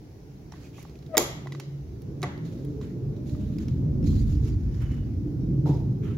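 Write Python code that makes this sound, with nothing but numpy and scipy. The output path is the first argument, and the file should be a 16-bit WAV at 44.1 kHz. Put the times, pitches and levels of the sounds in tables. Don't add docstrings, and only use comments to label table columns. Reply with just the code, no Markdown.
import sys
import numpy as np
from scipy import signal
from scipy.fft import rfft, irfft
from scipy.io import wavfile
from scipy.ndimage import uniform_filter1d

SR = 44100
rng = np.random.default_rng(int(sys.argv[2]) if len(sys.argv) > 2 else 0)


def gain_from_db(level_db):
    decades = np.asarray(level_db, float) / 20
    return 10 ** decades


def file_out(sig):
    cols = np.atleast_2d(sig).T
    lim = np.clip(cols, -1, 1)
    pcm = np.round(lim * 32767).astype(np.int16)
    wavfile.write(sys.argv[1], SR, pcm)


N = 272185

# [t/s, roar level/dB, depth level/dB]
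RUMBLE = [(0.0, -42.5, 7.5), (0.86, -41.5, 0), (1.37, -37.5, 1), (1.6, -43.5, -13.5), (1.82, -38.5, 8),
          (2.1, -34.5, -8), (3.14, -30.5, -5.5), (3.42, -27.5, -1.5), (3.85, -25.5, -2), (4.05, -19, -3.5),
          (4.239, -21.5, 10), (4.38, -23.5, 7.5), (5.0, -27.5, 4), (5.26, -28, -0.5), (5.52, -23.5, -3.5),
          (5.82, -25.5, -3.5), (5.95, -26.5, -5), (6.17, -27, -3.5)]
# [lowest f/Hz, highest f/Hz]
RUMBLE_BANDS = [(35, 100), (100, 175), (175, 350), (350, 650)]
# [level under the usual roar/dB, share of the swell, share of the depth]
RUMBLE_PARTS = [(-8, 1.23, 0.64), (-7, 0.99, -0.34), (-11, 1.08, -.2), (-18, 0.27, -0.39)]
# [f/Hz, level per Hz/dB]
RUMBLE_SHAPE = [(12, -50), (30, -8), (49, 3), (98, 5), (131, 7.5), (172, -1.5), (306, -12), (341, -14),
                (439, -25.5), (481, -30), (597, -36), (742, -47), (1500, -53.5), (1950, -79), (3300, -120)]
# [f/Hz, width/Hz, boost level/dB]
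HUM = [
    (140, 26, 4),
    (293, 14, 5),
    (432, 31, 2.5),
]
# [f/Hz, likeness from -1 to 1]
SAME = [(30, 0.97), (60, 0.92), (180, 1), (550, 0.58), (1650, -0.42), (4970, -0.15), (15000, -0.16)]
# [f/Hz, level per Hz/dB]
HISS = [(350, -39.5), (600, -2), (747, 1), (1160, -13), (1500, -11.5), (2080, -11.5), (2290, -12.5),
        (3190, -16.5), (5740, -13.5), (6760, -17.5), (8080, -30), (10800, -23.5), (15800, -22)]
# [start t/s, length t/s, level/dB, dull part level/dB, bright spot f/Hz]
RUSTLE = [(0.513, 0.21, -60.5, 3.5, 4430), (0.813, 0.17, -59, -1, 4000), (2.437, 0.44, -57.5, -5, 3920),
          (2.812, 0.16, -57.5, 3, 4200), (3.259, 0.2, -53, -13, 4180), (3.392, 0.6, -60.5, -1.5, 3830),
          (3.592, 0.12, -54.5, 0.5, 3280), (4.044, 0.3, -48.5, -15.5, 4250), (4.147, 0.14, -50.5, -8, 4360),
          (4.255, 0.15, -53.5, -11, 4500), (4.802, 0.16, -57.5, 8.5, 2500), (4.904, 0.071, -56.5, 7, 2100),
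          (5.656, 0.21, -50.5, -2.5, 5070), (6.03, 0.076, -56, 3, 3100)]
# [start t/s, length t/s, level/dB, dull part level/dB, bright spot f/Hz]
BRUSHES = [(.57, 0.17, -55, -6, 4300), (.72, 0.15, -51, -5.5, 2700), (4.24, 0.25, -56, -5, 4630),
           (4.399, 0.22, -58.5, -2, 4600), (4.4, .13, -51.5, -4.5, 5500), (4.55, 0.38, -66, 2.5, 5000),
           (4.7, 0.13, -57.5, 0, 5500), (4.86, 0.2, -63, 6.5, 2600), (5.0, 0.18, -70, 7, 2600),
           (6.0, 0.2, -64.5, 12.5, 3000), (6.08, 0.086, -65, 15, 2200)]
# [f/Hz, level per Hz/dB]
RUSTLE_SHAPE = [(880, -39), (1500, -10), (3380, -6), (4170, -6.5), (5260, -6), (7030, -3), (8090, -19.5),
                (11200, -11), (15500, -18), (16000, -6), (16500, -45.5)]
# [t/s, peak level/dB, ring f/Hz, left over right level/dB, sizzle level/dB]
TICKS = [(0.5202, -35, 5630, -11, -20), (0.828, -38.5, 5900, -5, 6), (0.895, -41.5, 4300, -10, -12),
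         (0.954, -40.5, 2480, -6, -16), (0.989, -44.5, 4200, -10, -13), (1.026, -46, 4020, -12, -10),
         (1.063, -40.5, 3800, -8, -14), (1.598, -25, 2610, -5, -3), (1.599, -30, 5500, -3, -8),
         (1.604, -41, 4500, -3, -9), (2.0188, -44.5, 5670, -10, 7.5), (2.218, -33.5, 6360, -12, -6),
         (2.3768, -41.5, 4500, -6, -5), (2.569, -56.5, 2650, -2, -9), (2.649, -42.5, 3230, -2.5, 7.5),
         (3.2588, -47, 2340, -3, 2), (3.2948, -39.5, 4200, -4, -7), (3.5848, -32.5, 5030, -6, -4),
         (3.6829, -31.5, 5830, -4, -8), (4.0277, -41.5, 5300, -2, -5), (4.041, -37, 5400, 3, -7),
         (4.063, -39, 4240, 5, -6), (4.8053, -45, 3000, 1.5, -3), (4.82, -43.5, 2900, 4, 5),
         (4.942, -45, 2100, 0.5, -2)]
# [t/s, peak level/dB, dull ring f/Hz, dull ring level/dB, clang level/dB]
TAPS = [(0.5228, -41.5, 860, 6.5, -20), (0.5377, -53, 1060, 17, 7), (0.782, -49.5, 1140, 10, 0),
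        (.788, -57.5, 800, 19.5, 0), (0.851, -55.5, 1140, 19, -6), (.853, -56, 800, 17.5, -6),
        (1.15, -46, 1250, -3, 5), (1.207, -37.5, 1120, 15, 0), (1.46, -55.5, 700, 25, -3),
        (1.471, -34.5, 1034, 5.5, 0), (1.5217, -26.5, 1040, -11, -6.5), (1.549, -35, 1150, 2.5, -5),
        (1.599, -41, 800, 4, -6), (2.206, -56, 760, 11, -11.5), (2.229, -18.5, 1140, -20.5, -14),
        (2.813, -36, 1060, -2, -29), (3.1652, -42, 856, -9, -19.5), (3.3494, -44.5, 1200, 2.5, -16),
        (4.129, -56.5, 1090, 14, -2.5), (4.5445, -54, 993, 4.5, -6), (5.657, -48, 1270, 9.5, -8.5),
        (5.659, -50, 800, 18, -14), (6.035, -60, 1370, 11.5, 3)]
# [f/Hz, level per Hz/dB]
TICK = [(500, -21), (1200, 1.5), (2500, 2), (7000, -0.5), (8200, -16), (11500, -10.5), (13500, -20.5),
        (16000, -21.5)]
# [f/Hz, level per Hz/dB]
SIZZLE = [(5000, -40), (8600, -4), (11000, -2), (15500, -1.5)]
# [start t/s, length t/s, level/dB, f/Hz, width/Hz]
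SCUFFS = [(0.64, .04, -60.5, 2500, 300), (.74, .04, -62, 2500, 200), (.778, .045, -59, 2200, 300),
          (5.403, .08, -74, 3810, 75), (1.205, 0.02, -38, 1180, 90), (1.235, .03, -46, 1190, 98),
          (5.405, .035, -67, 5660, 150), (6.039, .05, -66, 3100, 220), (6.03, .11, -57, 1300, 300)]
# [start t/s, length t/s, level/dB, f/Hz, width/Hz]
GROANS = [
    (1.3, 1.18, -37.5, 140, 6.2),
    (2.551, 0.65, -43, 427.5, 54),
    (3.75, 0.32, -48.5, 505.6, 160),
    (4.19, 1.1, -34.5, 103.1, 34),
    (5.199, 0.41, -32, 300.8, 43),
]
# [t/s, f/Hz, level/dB]
SQUEAK = [(1.09, 660, -54), (1.12, 646, -46), (1.135, 640, -36), (1.145, 625, -28), (1.153, 621, -26),
          (1.161, 629, -31), (1.172, 627, -33)]
# [multiple of the pitch, level/dB]
SQUEAK_ORDERS = [(1, 1.5), (2, -14), (3, -23), (4, -34), (5, -45)]
# [t/s, level/dB, decay t/s, ring level/dB, echo level/dB]
SLIP = [
    (1.1522, -24, .012, -36, -44),
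    (1.1575, -33, .035, -46, -52),
]
# [f/Hz, level per Hz/dB]
SLIP_SHAPE = [(500, -20.5), (900, -4.5), (1500, 0.5), (2300, -1), (3000, -13.5), (4500, -20.5),
              (7000, -39.5)]
# [f/Hz, level/dB, t60 t/s]
SLIP_RING = [(1500, 0.5, .015), (2150, -3, .015)]
# [t/s, crack level/dB, iron level/dB, door thump level/dB, crack decay t/s]
LATCH = [(1.1697, -9, -15, -17.5, .012), (1.1728, -24, -16.5, -9, .009),
         (1.1755, -23.5, -26.5, -19.5, .006), (1.1772, -10, -24.5, -17.5, .012),
         (1.1787, 2, -11.5, -21.5, .009), (1.1812, -17, -32.5, -14.5, .01),
         (1.1838, -19.5, -33.5, -22, .01), (1.187, -23.5, -35, -26.5, .01), (1.198, -32.5, -37, -29, .02),
         (1.2105, -32, -36, -31, .02), (1.2185, -25.5, -34.5, -32.5, .02),
         (1.2255, -30.5, -35.5, -31.5, .02), (1.242, -34, -39.5, -34, .02)]
# [t/s, level/dB, decay t/s]
SNAP = [
    (1.1697, -15.5, .006),
    (1.1784, -6.5, .005),
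]
# [f/Hz, level per Hz/dB]
CRACK = [(600, -11.5), (2300, -9.5), (3790, -6.5), (5370, -6), (7200, -0.5), (8600, -16), (11300, -2.5),
         (13500, -4), (15600, -4), (16600, -25)]
# [f/Hz, level/dB, t60 t/s]
CATCH = [(2090, -3, 0.015), (3903, -1.5, 0.023), (5350, -3, 0.022), (7450, 5, 0.0075), (12700, -7, 0.009)]
# [f/Hz, level/dB, t60 t/s]
IRON = [(2040, -11, .02), (2290, -4, .025), (4860, -6, .02), (6220, -3, .016), (6820, 3, .016),
        (7250, -12, .03), (10900, -8, .015), (11600, -4, .015), (13000, -10, .01)]
# [f/Hz, level/dB, t60 t/s]
DOOR = [(261, -12, 0.3), (344.8, -16, 0.22), (443, 10, 0.029), (605, -4.5, 0.21), (769, 4.5, 0.043),
        (825, -3.5, 0.08), (1143, -5, 0.028)]
# [t/s, f/Hz, level/dB]
DOOR_SIGH = [
    (1.178, 390, -31),
    (1.188, 308.4, -27.5),
    (1.2, 272, -29.5),
    (1.225, 265, -41.5),
]
# [f/Hz, level per Hz/dB]
LATCH_ECHO = [(180, -11.5), (300, 7.5), (567, -1.5), (717, -4.5), (1190, -7.5), (1380, -15), (2240, -9.5),
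              (2650, -16.5), (3140, -9.5), (4690, -13.5), (7130, -5), (8160, -26), (11400, -8.5),
              (15400, -19.5), (16500, -49.5)]
# [f/Hz, t60 t/s]
PORCH = [(250, 0.26), (700, 0.6), (1700, 0.73), (4600, 0.53), (7000, 0.42), (11500, 0.34), (15500, 0.36)]
# [t/s, level/dB, decay t/s, ring level/dB, echo level/dB]
KNOCKS = [
    (2.2287, -19.5, 0.042, -27.5, -34),
    (2.237, -18.5, 0.01, -25.5, -33),
    (2.2405, -34.5, 0.022, -31.5, -44),
]
# [f/Hz, level per Hz/dB]
KNOCK_SHAPE = [(180, -23), (300, -7), (420, 6.5), (720, -6), (1500, -10), (2200, -10), (2800, -22),
               (4000, -14), (7500, -26), (12100, -21), (15500, -50)]
# [f/Hz, level/dB, t60 t/s]
PANEL = [(390, -2, 0.15), (715, -1.5, 0.1), (885, -7, 0.082), (1140, 2.5, 0.028), (1983, -2, 0.038),
         (2200, -7, .03)]
# [f/Hz, level per Hz/dB]
KNOCK_ECHO = [(290, -31), (500, 3), (737, -1), (1200, -4), (1600, -5), (1900, -2), (2150, -4), (2400, -15),
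              (4000, -20), (6000, -24), (7450, -33), (15500, -42)]
# [t/s, f/Hz, level/dB]
HINGE_LOW = [(3.15, 555, -77.5), (3.184, 601.3, -57), (3.372, 602, -54), (3.55, 605, -59.5)]
HINGE_HIGH = [(4.7, 2990, -75), (4.75, 2990, -66), (4.79, 2985, -69), (4.83, 2980, -61), (4.91, 2970, -62),
              (4.95, 2950, -70), (5.01, 2930, -66), (5.1, 2900, -79)]
# [t/s, f/Hz, level/dB]
SOLE_SQUEAK = [(4.06, 4160, -56), (4.1, 4170, -55), (4.14, 4060, -71), (4.19, 4140, -57), (4.21, 4200, -79)]
# [t/s, level/dB, decay t/s, ring level/dB, echo level/dB]
STEPS = [
    (5.656, -27, 0.063, -37.5, -22.5),
    (5.694, -25, 0.2, -27.5, -35),
    (5.749, -37.5, 0.12, -33, -35.5),
]
# [f/Hz, level per Hz/dB]
STEP_SHAPE = [(150, -20.5), (300, 14), (500, -2.5), (700, -6), (880, 0.5), (1050, -22), (1350, -21),
              (1700, -42), (4000, -24), (8000, -100)]
# [f/Hz, level/dB, t60 t/s]
FLAGSTONE = [(148.2, 17.5, 0.14), (286, 9, 0.1), (650, -9, 0.04), (880, -9, .07), (1255, -24, .025)]
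# [t/s, f/Hz, level/dB]
STEP_RING = [(5.675, 894, -47), (5.69, 880, -45), (5.73, 865, -49), (5.76, 850, -54.5), (5.82, 790, -60)]

TOP_HZ = 15830
USUAL_DB, HISS_DB = -32, -65.5
RUB_RISE_S, RUB_FADE_DB = 0.017, -14
BRUSH_RISE_S, BRUSH_FADE_DB = .08, -4
RUB_BEND, LET_GO = 0.8, .45
SPOT_DB, SPOT_WIDTH_HZ = 8, 550
TICK_DULL_HZ, TICK_DULL_DB = 835, -33
HANDLE_HZ, CLANG_HZ, TAP_PAN_DB, TAP_SIZZLE_DB = 3900, 1980, -3.5, -18.5
BLOW_RISE_S, WOOD_RISE_S, HEEL_RISE_S = .0008, .001, .0015
KEEPER_BLOWS = 2
LATCH_ECHO_DB, GROAN_ENDS_DB = -12, -4.5
PORT_LAG = 1


def evened(x):
    return x / np.sqrt(np.mean(x ** 2) + 1e-20)


def read(points, hz):
    f, value = np.transpose(points)
    return np.interp(np.log(hz + 1), np.log(f + 1), value)


def add(mix, s, sound, pan_db=0):
    for port, sign in ((0, 1), (1, -1)):
        part = mix[port, round(s * SR + port * PORT_LAG):][:len(sound)]
        part += gain_from_db(sign * pan_db / 2) * sound[:len(part)]


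def frames(size):
    return np.arange(N * 4 // size + 5) * size / 4 / SR, np.fft.rfftfreq(size, 1 / SR)


def noise(magnitude, same):
    size = 2 * magnitude.shape[1] - 2
    a, b, c, d = rng.standard_normal(magnitude.shape + (4,)).T
    same = np.clip(same, -1, 1)[:, None]
    left = a + 1j * b
    right = same * left + np.sqrt(1 - same ** 2) * (c + 1j * d)
    z = np.array([left, right]) * magnitude.T
    return signal.istft(z, nperseg=size, noverlap=size * 3 // 4)[1][:, :N] * np.sqrt(3 * SR / size)


def patches(shape, long, wide):
    along_time = uniform_filter1d(rng.standard_normal(shape), int(long), 0)
    return evened(uniform_filter1d(along_time, int(wide), 1))


def soft_start(rise_s):
    return np.minimum(np.arange(SR // 4) / SR / rise_s, 1)


def modes(table, factor=1):
    t = np.arange(SR // 4) / SR
    return sum(gain_from_db(db - 60 * t / t60) * np.sin(2 * np.pi * hz * factor * t) for hz, db, t60 in table)


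def crack(shape, t60):
    white = rng.standard_normal(SR // 4)
    hz = np.fft.rfftfreq(len(white), 1 / SR)
    coloured = evened(irfft(rfft(white) * gain_from_db(read(shape, hz)), len(white)))
    return .5 * coloured * gain_from_db(-60 * np.arange(len(white)) / SR / t60)


def pulse(shape):
    wave = irfft(gain_from_db(read(shape, np.fft.rfftfreq(1024, 1 / SR))))
    wave = np.roll(wave, 256)[:512] * np.hanning(512)
    return wave / np.linalg.norm(wave)


def blows(events, shape, body, echo, rise_s):
    out, sent = np.zeros((2, 2, N))
    rise = soft_start(rise_s)
    for s, db, t60, ring_db, echo_db in events:
        add(out, s, rise * (gain_from_db(db) * crack(shape, t60) + gain_from_db(ring_db) * modes(body)))
        add(sent, s, gain_from_db(echo_db + 25.0) * pulse(echo))
    return out, sent


def tone(rows, orders, wobble):
    s, hz, db = np.transpose(rows)
    t = np.arange(s[0], s[-1], 1 / SR)
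    shake = evened(signal.detrend(uniform_filter1d(rng.standard_normal((2, len(t))), 200)))
    phase = 2 * np.pi * np.cumsum(np.interp(t, s, hz) * (1 + wobble * shake[0])) / SR
    level_db = np.interp(t, s, db)
    wave = 0
    for k, order_db in orders:
        growth_db = .4 * (k > 1) * (level_db - db.max())
        wave = wave + gain_from_db(order_db + growth_db) * np.sin(k * phase)
    loudness = np.sqrt(2) * gain_from_db(level_db + 60 * wobble * shake[1])
    return s[0], loudness * wave * signal.windows.tukey(len(t), .1)


def whistle(rows, width_hz):
    s, hz, db = np.transpose(rows)
    t = np.arange(s[0], s[-1], 1 / SR)
    r = np.exp(-np.pi * width_hz / SR)
    fuzz = signal.lfilter([1], [1, -2 * r, r * r], rng.standard_normal((len(t), 2)) @ [1, 1j])
    wave = (fuzz * np.exp(2j * np.pi * np.cumsum(np.interp(t, s, hz)) / SR)).real
    return s[0], gain_from_db(np.interp(t, s, db)) * evened(wave) * signal.windows.tukey(len(t), .1)


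def rumble():
    t, hz = frames(size=4096)
    hum_db = sum(db / (1 + (2 * (hz - f) / w) ** 2) for f, w, db in HUM)
    shape = gain_from_db(read(RUMBLE_SHAPE, hz) + hum_db)
    s, roar_db, depth_db = np.transpose(RUMBLE)
    swell_db = np.interp(t, s, roar_db) - USUAL_DB
    depth_db = np.interp(t, s, depth_db)
    centres, lifts = [], []
    for (lo, hi), (db, swell, deep) in zip(RUMBLE_BANDS, RUMBLE_PARTS):
        own_db = 10 * np.log10(np.sum(shape[(hz > lo) & (hz <= hi)] ** 2) * hz[1])
        centres.append(np.sqrt(lo * hi))
        lifts.append(USUAL_DB + db + swell * swell_db + deep * depth_db - own_db)
    field_db = np.array([read(np.transpose([centres, row]), hz) for row in np.transpose(lifts)])
    field_db += 1.5 + 2.5 * patches(field_db.shape, long=5, wide=3)
    return gain_from_db([[-.4], [.4]]) * noise(shape * gain_from_db(field_db), read(SAME, hz))


def hiss():
    t, hz = frames(size=1024)
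    field = gain_from_db(read(HISS, hz) + 1.2 * patches((len(t), len(hz)), long=8, wide=6.7))
    return gain_from_db(HISS_DB + 6.0) * evened(noise(field * (hz > 550) * (hz < TOP_HZ), 0 * hz + 0.017))


def rustle():
    t, hz = frames(size=256)
    power = np.zeros((len(t), len(hz)))
    rubs = [(*row, RUB_RISE_S, RUB_FADE_DB) for row in RUSTLE]
    rubs += [(*row, BRUSH_RISE_S, BRUSH_FADE_DB) for row in BRUSHES]
    for start, length, level_db, dull_db, spot_hz, rise_s, fade_db in rubs:
        spot_db = SPOT_DB / (1 + ((hz - spot_hz) / SPOT_WIDTH_HZ) ** 2)
        bright = gain_from_db(read(RUSTLE_SHAPE, hz) + spot_db) * (hz > 1800) * (hz < TOP_HZ)
        bright /= np.sqrt(np.sum(bright[(hz > 2200) & (hz < 7600)] ** 2) * hz[1])
        dull = gain_from_db(dull_db) / np.sqrt(1400) / (1 + (np.log(hz / 1300 + 1e-9) / 0.79) ** 4)
        along = np.clip((t - start) / length, 0, 1)
        rise = np.clip((t - start) / rise_s, 0, 1)
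        end = np.clip((1 - along) / LET_GO, 0, 1)
        stroke = rise * gain_from_db(level_db + fade_db * along ** RUB_BEND) * end
        power += np.outer(stroke ** 2, bright ** 2 + dull ** 2)
    flicker_db = 1.52 * patches((len(t), 1), long=9.4, wide=1)
    flicker_db = flicker_db + 1.9 * patches((len(t), len(hz)), long=22, wide=4.9)
    magnitude = gain_from_db(flicker_db - 3.5) * np.sqrt(power)
    return gain_from_db([[-1.8], [1.8]]) * noise(magnitude, np.full(129, .15))


def clicks():
    out, sent = np.zeros((2, 2, N))
    events = []
    for s, db, hz, pan_db, top_db in TICKS:
        rings = [(hz, -8, .015), (TICK_DULL_HZ, TICK_DULL_DB, .02)]
        events.append((s, db, rings, pan_db, top_db))
    for s, db, hz, dull_db, clang_db in TAPS:
        rings = [(HANDLE_HZ, -11, .02), (hz, dull_db, .017), (hz * 1.28, dull_db - 10.5, .012),
                 (hz * 0.83, dull_db - 9.5, .014), (CLANG_HZ, clang_db, .028)]
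        events.append((s, db, rings, TAP_PAN_DB, TAP_SIZZLE_DB))
    rise = soft_start(BLOW_RISE_S)
    for s, db, rings, pan_db, top_db in events:
        dry_tick = gain_from_db(-6.5) * crack(TICK, 0.034)
        sizzle = gain_from_db(top_db - 4.5) * crack(SIZZLE, .02)
        add(out, s, rise * gain_from_db(db) * (dry_tick + sizzle + modes(rings)), pan_db)
        add(sent, s, gain_from_db(db + 4.0) * pulse(TICK))
    return out, sent


def porch(x):
    taps = rng.standard_normal((2, SR)) * (np.arange(SR) > 340)
    hz, t, (left, other) = signal.stft(taps, SR, nperseg=256)
    same = np.clip(read(SAME, hz), -1, 1)[:, None]
    z = np.array([left, same * left + np.sqrt(1 - same ** 2) * other])
    fade = gain_from_db(-60 * t / read(PORCH, hz)[:, None])
    tail = signal.istft(z * fade, SR, nperseg=256)[1][:, 256:]
    return signal.fftconvolve(x.mean(0)[None], tail / np.linalg.norm(tail[0]), axes=1)[:, :N]


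def groan(start, length, db, hz, width_hz):
    along = np.linspace(0, 1, num=9)
    level_db = db + GROAN_ENDS_DB * (2 * along - 1) ** 2
    return whistle(np.transpose([start + length * along, hz + 0 * along, level_db]), width_hz)


def latch():
    out, sent = np.zeros((2, 2, N))
    add(out, *tone(SQUEAK, SQUEAK_ORDERS, wobble=.025), pan_db=7)
    add(out, *tone(DOOR_SIGH, [(0.96, 0)], wobble=.02))
    rise = soft_start(BLOW_RISE_S)
    for s, db, t60 in SNAP:
        add(out, s, rise * gain_from_db(db) * crack(SIZZLE, t60))
    for k, (s, crack_db, iron_db, door_db, t60) in enumerate(LATCH):
        add(out, s, rise * gain_from_db(crack_db + 3.5) * crack(CRACK, t60), pan_db=-2.0)
        for side in (-1, 1):
            add(out, s, rise * gain_from_db(crack_db - 12) * crack(CRACK, t60), pan_db=side * 24 - 2)
        struck = CATCH if k < KEEPER_BLOWS else IRON
        add(out, s, rise * gain_from_db(iron_db + 2) * modes(struck, rng.uniform(0.92, 1.005)), pan_db=-6.5)
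        add(out, s, gain_from_db(door_db - 13.5) * modes(DOOR, rng.uniform(1.0, 1.02)), pan_db=3.0)
        add(sent, s, gain_from_db(LATCH_ECHO_DB + crack_db + 19.5) * pulse(LATCH_ECHO))
    return out, sent


def bar_slip():
    return blows(SLIP, SLIP_SHAPE, SLIP_RING, SLIP_SHAPE, WOOD_RISE_S)


def knocks():
    return blows(KNOCKS, KNOCK_SHAPE, PANEL, KNOCK_ECHO, WOOD_RISE_S)


def footstep():
    return blows(STEPS, STEP_SHAPE, FLAGSTONE, STEP_SHAPE, HEEL_RISE_S)


def narrow_dip(x):
    hz = np.fft.rfftfreq(N, 1 / SR)
    return irfft(rfft(x) * gain_from_db(-16 / (1 + ((hz - 8150) / 110) ** 2)), N)


def scene():
    near, sent = np.sum([clicks(), latch(), bar_slip(), knocks(), footstep()], 0)
    for row in GROANS + SCUFFS:
        add(near, *groan(*row), pan_db=-1.0)
    add(near, *whistle(HINGE_LOW, width_hz=14))
    add(near, *whistle(SOLE_SQUEAK, width_hz=300))
    add(near, *whistle(HINGE_HIGH, width_hz=60))
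    add(near, *whistle(STEP_RING, width_hz=160))
    return narrow_dip(near + porch(sent)) + rumble() + hiss() + rustle()


def top_cut(x):
    return signal.sosfilt(signal.butter(12, 16840, fs=SR, output="sos"), x)


def record(dry):
    hz = np.fft.rfftfreq(N, 1 / SR)
    bass_cut = 1 / (1 + (38 / (hz + 1)) ** 7)
    band_limit = gain_from_db(-np.clip(hz - TOP_HZ, 0, 2000) / 30)
    overloaded = 0.78 * np.tanh(dry / 1.058)
    mix = irfft(rfft(overloaded) * bass_cut * band_limit, N)
    return top_cut(mix)


dry = scene()
out = record(dry)
file_out(out)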